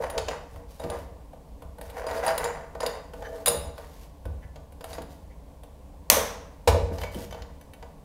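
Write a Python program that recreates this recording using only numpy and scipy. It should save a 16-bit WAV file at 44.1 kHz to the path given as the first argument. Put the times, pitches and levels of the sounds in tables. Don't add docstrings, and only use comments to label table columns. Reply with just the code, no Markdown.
import sys
import numpy as np
from scipy import signal
from scipy.fft import rfft, irfft
from scipy.io import wavfile

SR = 44100
rng = np.random.default_rng(int(sys.argv[2]) if len(sys.argv) > 2 else 0)


def master(y):
    cut = np.clip(np.atleast_2d(y).T, -1, 1)
    pcm = np.round(cut * 32767)
    wavfile.write(sys.argv[1], SR, pcm.astype(np.int16))


N = 354563
TAIL_S = np.arange(SR) / SR


def undb(db):
    return 10 ** (np.asarray(db) / 20)


def unit(x):
    return x / np.sqrt(np.mean(x ** 2))


def blow(x, db):
    return x * undb(db) / np.sqrt(np.mean(x[:SR // 50] ** 2))


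def add(out, start_s, x):
    i = max(int(start_s * SR), 0)
    out[i:i + len(x)] += x[:len(out) - i]


def through(x, response):
    return signal.fftconvolve(x, response)[:len(x)]


def on_log_axis(hz, points):
    f, value = np.transpose(points)
    return np.interp(np.log(hz + 1), np.log(f), value)


def colour(x, points, size=8192):
    log_gain = np.log(undb(on_log_axis(np.fft.rfftfreq(size, 1 / SR), points)))
    cepstrum = irfft(log_gain)
    cepstrum[1:size // 2] *= 2
    cepstrum[size // 2 + 1:] = 0
    return through(x, irfft(np.exp(rfft(cepstrum))))


def ring(modes):
    y = 0
    for hz, db, t60_s in modes:
        decay = np.exp(-np.log(1000) * TAIL_S / t60_s)
        y = y + undb(db) * decay * np.sin(2 * np.pi * (hz * TAIL_S + rng.random()))
    return y / np.sqrt(np.sum(y ** 2))


def favour(modes, hz, lift_db, octaves):
    lifted = []
    for f, db, *rest in modes:
        nearness = np.exp(-(np.log2(f / hz) / octaves) ** 2)
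        lifted.append((f, db + lift_db * nearness, *rest))
    return lifted


def burst(decay_s):
    return rng.standard_normal(len(TAIL_S)) * np.exp(-TAIL_S / decay_s)


def onset(rise_s):
    return 1 - np.exp(-TAIL_S / rise_s)


def walk(rate_hz):
    knots = rng.standard_normal(4096)
    return np.interp(np.arange(N) / SR * rate_hz, np.arange(len(knots)), knots)


def slips(rate_hz, spread_db):
    happens = rng.random(N) < rate_hz / SR
    size = undb(spread_db * np.minimum(rng.exponential(size=N), 4))
    return happens * rng.choice([-1, 1], N) * size


def gesture(start_s, length_s, attack_s, swell_db, release_s):
    t = np.maximum(np.arange(N) / SR - start_s, 0)
    pressing = undb(swell_db * np.minimum(t / length_s - 1, 0))
    letting_go = np.exp(-np.clip((t - length_s) / release_s, 0, 20))
    return (1 - np.exp(-t / attack_s)) * pressing * letting_go


# frequency_hz, t60_s
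ROOM_DECAY = [(100, 1.2), (500, 0.7), (1500, 0.69), (4000, 0.55), (6500, 0.56), (10000, 0.34),
              (15000, 0.39)]


def walls(build_s):
    noise = rfft(rng.standard_normal(len(TAIL_S)))
    octave = np.log2(np.fft.rfftfreq(len(TAIL_S), 1 / SR) + 1)
    tail = 0
    for centre in np.arange(4, 15, .5):
        band = irfft(noise * np.maximum(1 - 2 * abs(octave - centre), 0), len(TAIL_S))
        t60_s = on_log_axis(2 ** centre, ROOM_DECAY)
        tail = tail + band * np.exp(-np.log(1000) * TAIL_S / t60_s)
    tail = tail * onset(build_s)
    return tail / np.sqrt(np.sum(tail ** 2))


# frequency_hz, relative_level_db
AIR_SPECTRUM = [(15, -30), (25, -3), (55, 2.5), (113, -18), (144, -7), (260, -16), (289, -8), (322, -24.5),
                (482, -15.5), (1110, -23.5), (1240, -35.5), (5880, -43), (8810, -43), (15500, -46.5)]
RUMBLE_SPECTRUM = [(20, -12.5), (38, -13), (50, 1), (67, 2), (90, -6), (120, -23), (300, -36),
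                   (1000, -66.5)]
# frequency_hz, relative_level_db, t60_s
PANEL_MODES = [(53.4, -2.5, .45), (68.3, 5.5, .5), (87, 4.5, .33), (154.5, -12, .5), (237, -19, 0.36),
               (292, -20, .5)]
# start_s, relative_level_db
PANEL_NUDGES = [(0.22, -35), (0.52, -39), (0.95, -45), (1.11, -42), (1.65, -38), (1.84, -39), (2.1, -41),
                (2.4, -41), (3.2, -42), (3.64, -38), (4.87, -43), (5.1, -43), (7.03, -40), (7.29, -41),
                (7.39, -41)]
PANEL_GAIN_DB = 35.5


def background():
    air = unit(colour(rng.standard_normal(N), AIR_SPECTRUM)) * undb(-47.5 + 0.63 * walk(9.8))
    sway = unit(colour(rng.standard_normal(N), RUMBLE_SPECTRUM)) * undb(-50)
    for start_s, db in PANEL_NUDGES:
        add(sway, start_s, undb(db + PANEL_GAIN_DB) * ring(PANEL_MODES) * onset(0.02))
    return air + sway


# start_s, length_s, relative_level_db
SKIN_SLIDES = [(0.0, .02, -48), (0.48, .1, -59), (0.68, .35, -53.5), (1.82, .06, -51), (1.93, .07, -50),
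               (2.075, .105, -44), (2.24, .045, -36), (3.13, .29, -54), (3.46, .04, -35), (3.75, .29, -53),
               (4.86, .09, -48), (5.09, .04, -51), (6.92, .11, -45), (7.11, .125, -44), (7.33, .05, -57)]
# frequency_hz, relative_level_db
SKIN_SPECTRUM = [(500, -7), (2000, 1.5), (5000, 1.5), (8000, -2.5), (13000, -1), (16000, -7.5)]


def skin_slides():
    skin = unit(colour(slips(rate_hz=4400, spread_db=4.5), SKIN_SPECTRUM))
    out = np.zeros(N)
    for start_s, length_s, db in SKIN_SLIDES:
        force = gesture(start_s, length_s, attack_s=0.008, swell_db=4, release_s=0.025)
        out += force * undb(db - 5.5) * skin
    return out


# frequency_hz, relative_level_db, t60_s
SHELL_MODES = [(1505, -1, .04), (1760, 1, .04), (1990, -4, 0.05), (2265, -4.5, .07), (2700, -7, .03),
               (3050, -3, .06), (3637, -6, .03), (4560, -7, .03), (5990, -10, 0.052), (6200, -11, .04)]
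# start_s, level_db, pitch_hz, length_s
SKIN_SQUEAKS = [(3.231, -46, 1650, 0.05), (4.415, -57, 1900, 0.041), (5.295, -65, 1970, 0.0395),
                (7.03, -48.5, 2330, 0.057)]


def squeaks():
    out = np.zeros(N)
    for start_s, db, pitch_hz, length_s in SKIN_SQUEAKS:
        swell = np.sin(np.pi * np.minimum(TAIL_S / length_s, 1))
        rub = rng.standard_normal(len(TAIL_S)) * swell
        squeak = through(rub, ring(favour(SHELL_MODES, pitch_hz, lift_db=15.5, octaves=.2)))
        rms = np.sqrt(np.sum(squeak ** 2) / (length_s * SR))
        add(out, start_s, undb(db) * squeak / rms)
    return out


# frequency_hz, relative_level_db
CLICK_SPECTRUM = [(300, -21.5), (900, -4.5), (1800, 0.5), (2400, 0), (3000, 1.5), (3700, 1.5), (4800, 1),
                  (6000, -6.5), (7000, 1.5), (8300, -14), (15000, -30.5)]
EDGE_SPECTRUM = [(1000, -29.5), (5000, -12.5), (8000, -3), (10000, 1.5), (13500, -3.5), (16000, -10.5)]
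KNOCK_SPECTRUM = [(150, -27.5), (370, -22), (480, 5), (750, 1), (950, -2), (1250, -11.5), (2500, -25.5),
                  (6000, -39)]
# frequency_hz, relative_level_db, t60_s
PIPE_MODES = [(156, -18, 1), (236.5, -20, 0.66), (289.4, -15.5, 0.91), (361.3, -21.5, .4), (444.1, -7, .4),
              (473.7, -4, 0.44), (491.7, -9, 0.36), (509.4, 7, 0.073), (537.8, -4.5, 0.33),
              (580.4, -0.5, 0.19), (610, -10.5, 0.36), (655.8, 1.5, 0.31), (680, -11.5, 0.33),
              (773, -6.5, 0.34), (839, -10.5, 0.27), (912.6, -11, 0.22), (936, -8.5, 0.52),
              (1053, -12, 0.11), (1153, -16.5, 0.47), (1203, -9, 0.22), (1497, -5.5, 0.084),
              (1822, -13.5, 0.092), (2420, -24.5, .08)]


def contacts(table, modes, decay_s, edge_db, click_db, ring_db, knock_db, pipe_db, loose_s, loose_db):
    out = np.zeros(N)
    for start_s, db, hard_db, pitch_hz, dry_db in table:
        hit = burst(decay_s) * onset(0.0005)
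        edge = colour(hit, EDGE_SPECTRUM)
        click = colour(hit, favour(CLICK_SPECTRUM, pitch_hz, lift_db=5, octaves=0.35))
        ringing = ring(favour(modes, pitch_hz, lift_db=11.5, octaves=0.16)) * onset(0.0012)
        freedom_db = (start_s > loose_s) * loose_db
        knock = colour(burst(0.0055) * onset(0.0008), KNOCK_SPECTRUM)
        down_pipe = blow(knock, knock_db) + blow(ring(PIPE_MODES), pipe_db)
        add(out, start_s, blow(edge, db + hard_db + edge_db))
        add(out, start_s, blow(click, db + dry_db + click_db))
        add(out, start_s, blow(ringing, db + freedom_db + ring_db))
        add(out, start_s, undb(db - hard_db) * down_pipe)
    return out


# start_s, crack_db, shell_ring_db, room_db
HEAD_SNAP = (6.100, -10.5, -29, -20.5)
# start_s, relative_strength_db, hardness_db, favoured_pitch_hz, relative_click_db
SHELL_TICKS = [(0.2834, -34, -7, 2900, 4), (0.5594, -48, -4, 2050, -10), (0.837, -39, -5, 2050, -4),
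               (1.3324, -51, -8, 1430, -14), (1.6217, -44, -3, 1430, -12), (1.7838, -44, -2, 1500, -12),
               (1.8118, -37, 1, 1780, -7), (1.8991, -45, 4, 3120, -3), (2.0408, -44.5, -11.5, 1520, -9),
               (2.1106, -36, -7, 1590, -4), (2.7512, -43, -10, 1540, -9), (3.1353, -42, -3, 1440, -8),
               (3.2234, -43, -8, 1520, -7), (3.7798, -40, -3, 1490, -6), (4.2537, -41.5, -3, 1527, -10),
               (4.5584, -48, -7, 4090, -3), (4.7222, -53, 4, 1474, -7), (4.8085, -44, -2, 4400, -4),
               (4.8414, -35, 1, 1740, -6), (4.9814, -44, -10, 1790, -2), (5.019, -44, 3, 5280, -5),
               (5.6336, -45, 0, 3310, -8), (6.9834, -43, -5, 5400, 1), (7.015, -39, 2, 2930, -2),
               (7.0344, -36, -3, 2243, 0), (7.1452, -42, 5, 2910, -3), (7.3084, -45, -1, 5960, -5),
               (7.3248, -42, -3, 3040, -2), (7.345, -50, -14, 4500, -2), (7.4204, -48, -3, 4500, 3),
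               (7.6111, -52, 5, 5420, -7), (7.7348, -48, 5, 2570, -4), (7.8264, -50, -10, 1920, -1)]


def shell_ticks():
    return contacts(SHELL_TICKS, SHELL_MODES, decay_s=0.0058, edge_db=-14, click_db=-6.5, ring_db=-19.5,
                    knock_db=-6.5, pipe_db=-7, loose_s=HEAD_SNAP[0], loose_db=12)


# frequency_hz, relative_level_db, t60_s
COLLAR_MODES = [(3055, -12, .04), (3570, -7, .03), (3790, -5, 0.07), (4050, -10.5, .04), (4830, -3, 0.063),
                (5120, -14.5, 0.13), (6100, -9, .04), (6880, -1.5, 0.057), (6940, -10.5, .08),
                (7100, -8, .06), (7455, -6, 0.044), (9570, -1, 0.058), (9660, -3.5, .1), (9740, -2, .1),
                (9814, -5.5, 0.064), (10500, -9, 0.0405), (11200, -13, .025), (12900, -12, .03)]
# start_s, relative_strength_db, hardness_db, favoured_pitch_hz, relative_click_db
COLLAR_CLINKS = [(0.099, -35, 2, 9630, -3), (0.1782, -31.5, -3, 3400, 5), (0.7974, -42, -4, 3800, -8),
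                 (0.8996, -36, -3, 10100, -3), (2.0663, -36, -8, 4810, -8), (2.175, -42, -8, 4900, -6),
                 (2.2633, -26, -3, 9750, -13), (2.2784, -32, -6, 4740, 1), (2.378, -27.5, 5, 8500, -2),
                 (2.441, -28.5, -1, 7500, -5), (2.804, -34.5, -3, 5370, -1), (2.83, -36, -10, 7010, -4),
                 (2.8622, -31, 4, 4300, 3), (3.459, -23, 11, 8600, -1), (3.4697, -21, 3, 3750, -9),
                 (3.48, -17.5, 7, 9700, -7), (4.9302, -43, -5, 4500, 2)]


def collar_clinks():
    return contacts(COLLAR_CLINKS, COLLAR_MODES, decay_s=0.0054, edge_db=-14, click_db=-7, ring_db=-10,
                    knock_db=-5.5, pipe_db=-8, loose_s=3.4, loose_db=5)


# start_s, length_s, relative_friction_db, relative_grit_db
THREAD_STROKES = [(0.0, .04, -24, -7), (0.105, .085, -30, -7), (0.27, .05, -29.5, 0), (0.53, .1, -47, -9),
                  (0.79, .1, -32, -7), (0.885, .065, -27, -8), (1.81, .1, -43, -6),
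                  (1.925, .085, -30.5, -3), (2.06, .125, -29.5, 1), (2.22, .075, -23, 3),
                  (2.38, .09, -26, 0), (2.49, .14, -40, -1), (2.79, .09, -28, -2), (2.92, .07, -35, -8),
                  (3.14, .28, -35, -14), (3.47, .06, -28.5, -6), (3.6, .08, -42, -11), (3.77, .1, -48, 0),
                  (3.9, .13, -53, -3), (4.84, .15, -46, 2), (6.88, .17, -35, -8), (7.12, .1, -40, -10),
                  (7.33, .04, -45, 3), (7.46, .03, -48, -2)]
# frequency_hz, relative_level_db
GRIT_SPECTRUM = [(200, -27), (400, -21.5), (560, -8), (760, 1.5), (840, -5.5), (930, -1), (1150, -8),
                 (1300, -13), (1550, -7), (2000, -11.5), (2500, -23.5), (5000, -30), (12000, -41.5)]


def thread_strokes():
    jerks = through(slips(rate_hz=450, spread_db=3.5), ring(PIPE_MODES))
    thread = unit(colour(jerks, [(300, -3), (490, 0.5), (600, -1.5), (900, -4), (2500, -15)]))
    grains = slips(rate_hz=500, spread_db=3)
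    collar_rasp = unit(through(grains, ring(favour(COLLAR_MODES, 4900, lift_db=7, octaves=0.3))))
    shell_rasp = unit(through(grains, ring(SHELL_MODES)))
    grit = unit(colour(grains, GRIT_SPECTRUM)) + undb(-21) * collar_rasp + undb(-17) * shell_rasp
    out = np.zeros(N)
    for start_s, length_s, db, grit_db in THREAD_STROKES:
        force = gesture(start_s, length_s, attack_s=0.016, swell_db=4, release_s=0.036)
        out += force * undb(db - 7) * (thread + undb(grit_db) * grit)
    return out


def scraping():
    return (thread_strokes() + skin_slides()) * undb(2.0 * walk(45))


# start_s, relative_pipe_db, relative_panel_db, relative_palm_db
VALVE_BUMPS = [(0.002, -29, -46, -54), (0.166, -36, -41, -54), (0.841, -38, -40.5, -39),
               (3.495, -31, -47.5, -45), (3.545, -34, -40, -47), (4.254, -43.5, -31, -47),
               (4.982, -50, -53.5, -44), (6.118, -27, -39, -35), (6.168, -22, -57.5, -44),
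               (6.674, -14.5, -21, -36), (6.702, -27, -27, -40), (6.744, -21, -29, -40),
               (6.908, -38, -44, -39), (7.147, -51, -41, -37)]
# frequency_hz, relative_level_db
PALM_SPECTRUM = [(60, -19), (150, -0.5), (290, 0.5), (420, -6), (900, -23.5), (3000, -62.5)]
SCUFF_DB, HEAVY_DB, SCUFF_SLOPE = -22, -15, 3.6


def bumps():
    out = np.zeros(N)
    grip = onset(.002) * np.exp(-TAIL_S / .07)
    for start_s, pipe_db, panel_db, palm_db in VALVE_BUMPS:
        boom = colour(ring(PIPE_MODES) * grip,
                      [(300, -6), (470, 0), (530, -2), (620, -8), (1200, -10), (2500, -15.5)])
        scuff = colour(burst(.013) * onset(0.0026),
                       [(300, -12.5), (900, 16), (1500, -2), (3500, -2.5), (7000, -8.5), (11000, -11.5),
                        (15000, -20)])
        palm = colour(burst(.02) * onset(0.0036), PALM_SPECTRUM)
        scuff_db = SCUFF_DB + SCUFF_SLOPE * (pipe_db - HEAVY_DB)
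        add(out, start_s, blow(boom, pipe_db - 1) + blow(scuff, scuff_db) + blow(palm, palm_db + 1.0))
        add(out, start_s, undb(panel_db + PANEL_GAIN_DB) * ring(PANEL_MODES) * onset(0.0075))
    return out


# frequency_hz, relative_level_db
CRACK_SPECTRUM = [(200, -16), (600, -2), (1500, -5), (3000, -1), (4500, -3), (6000, 0), (11000, 0),
                  (14000, 2), (16000, -7)]
CLAP_SPECTRUM = [(100, -12), (350, -10), (550, 6), (750, 4), (1050, 7), (1400, 0), (2000, 1), (2700, -3),
                 (3600, -1), (4900, -5), (6200, 3), (7300, -5), (9300, -1), (13500, 0), (16000, -11)]


def snap():
    start_s, crack_db, shell_db, room_db = HEAD_SNAP
    out = np.zeros(N)
    crack = colour(burst(.0019), CRACK_SPECTRUM)
    shell = ring(favour(SHELL_MODES, 6100, lift_db=15, octaves=.25))
    clap = colour(walls(build_s=.005), CLAP_SPECTRUM)
    add(out, start_s, blow(crack, crack_db))
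    add(out, start_s, blow(shell, shell_db))
    add(out, start_s, blow(clap, room_db))
    return out


def scene():
    handling = collar_clinks() + shell_ticks() + scraping() + squeaks() + bumps()
    echo = undb(-6.5) * through(handling, walls(build_s=0.0028))
    return (handling + echo + snap() + background())[None]


def record(dry):
    top_cut = signal.ellip(8, .2, 70, 15600, fs=SR, output="sos")
    return signal.sosfilt(top_cut, np.clip(dry, -1, 1))


dry = scene()
out = record(dry)
master(out)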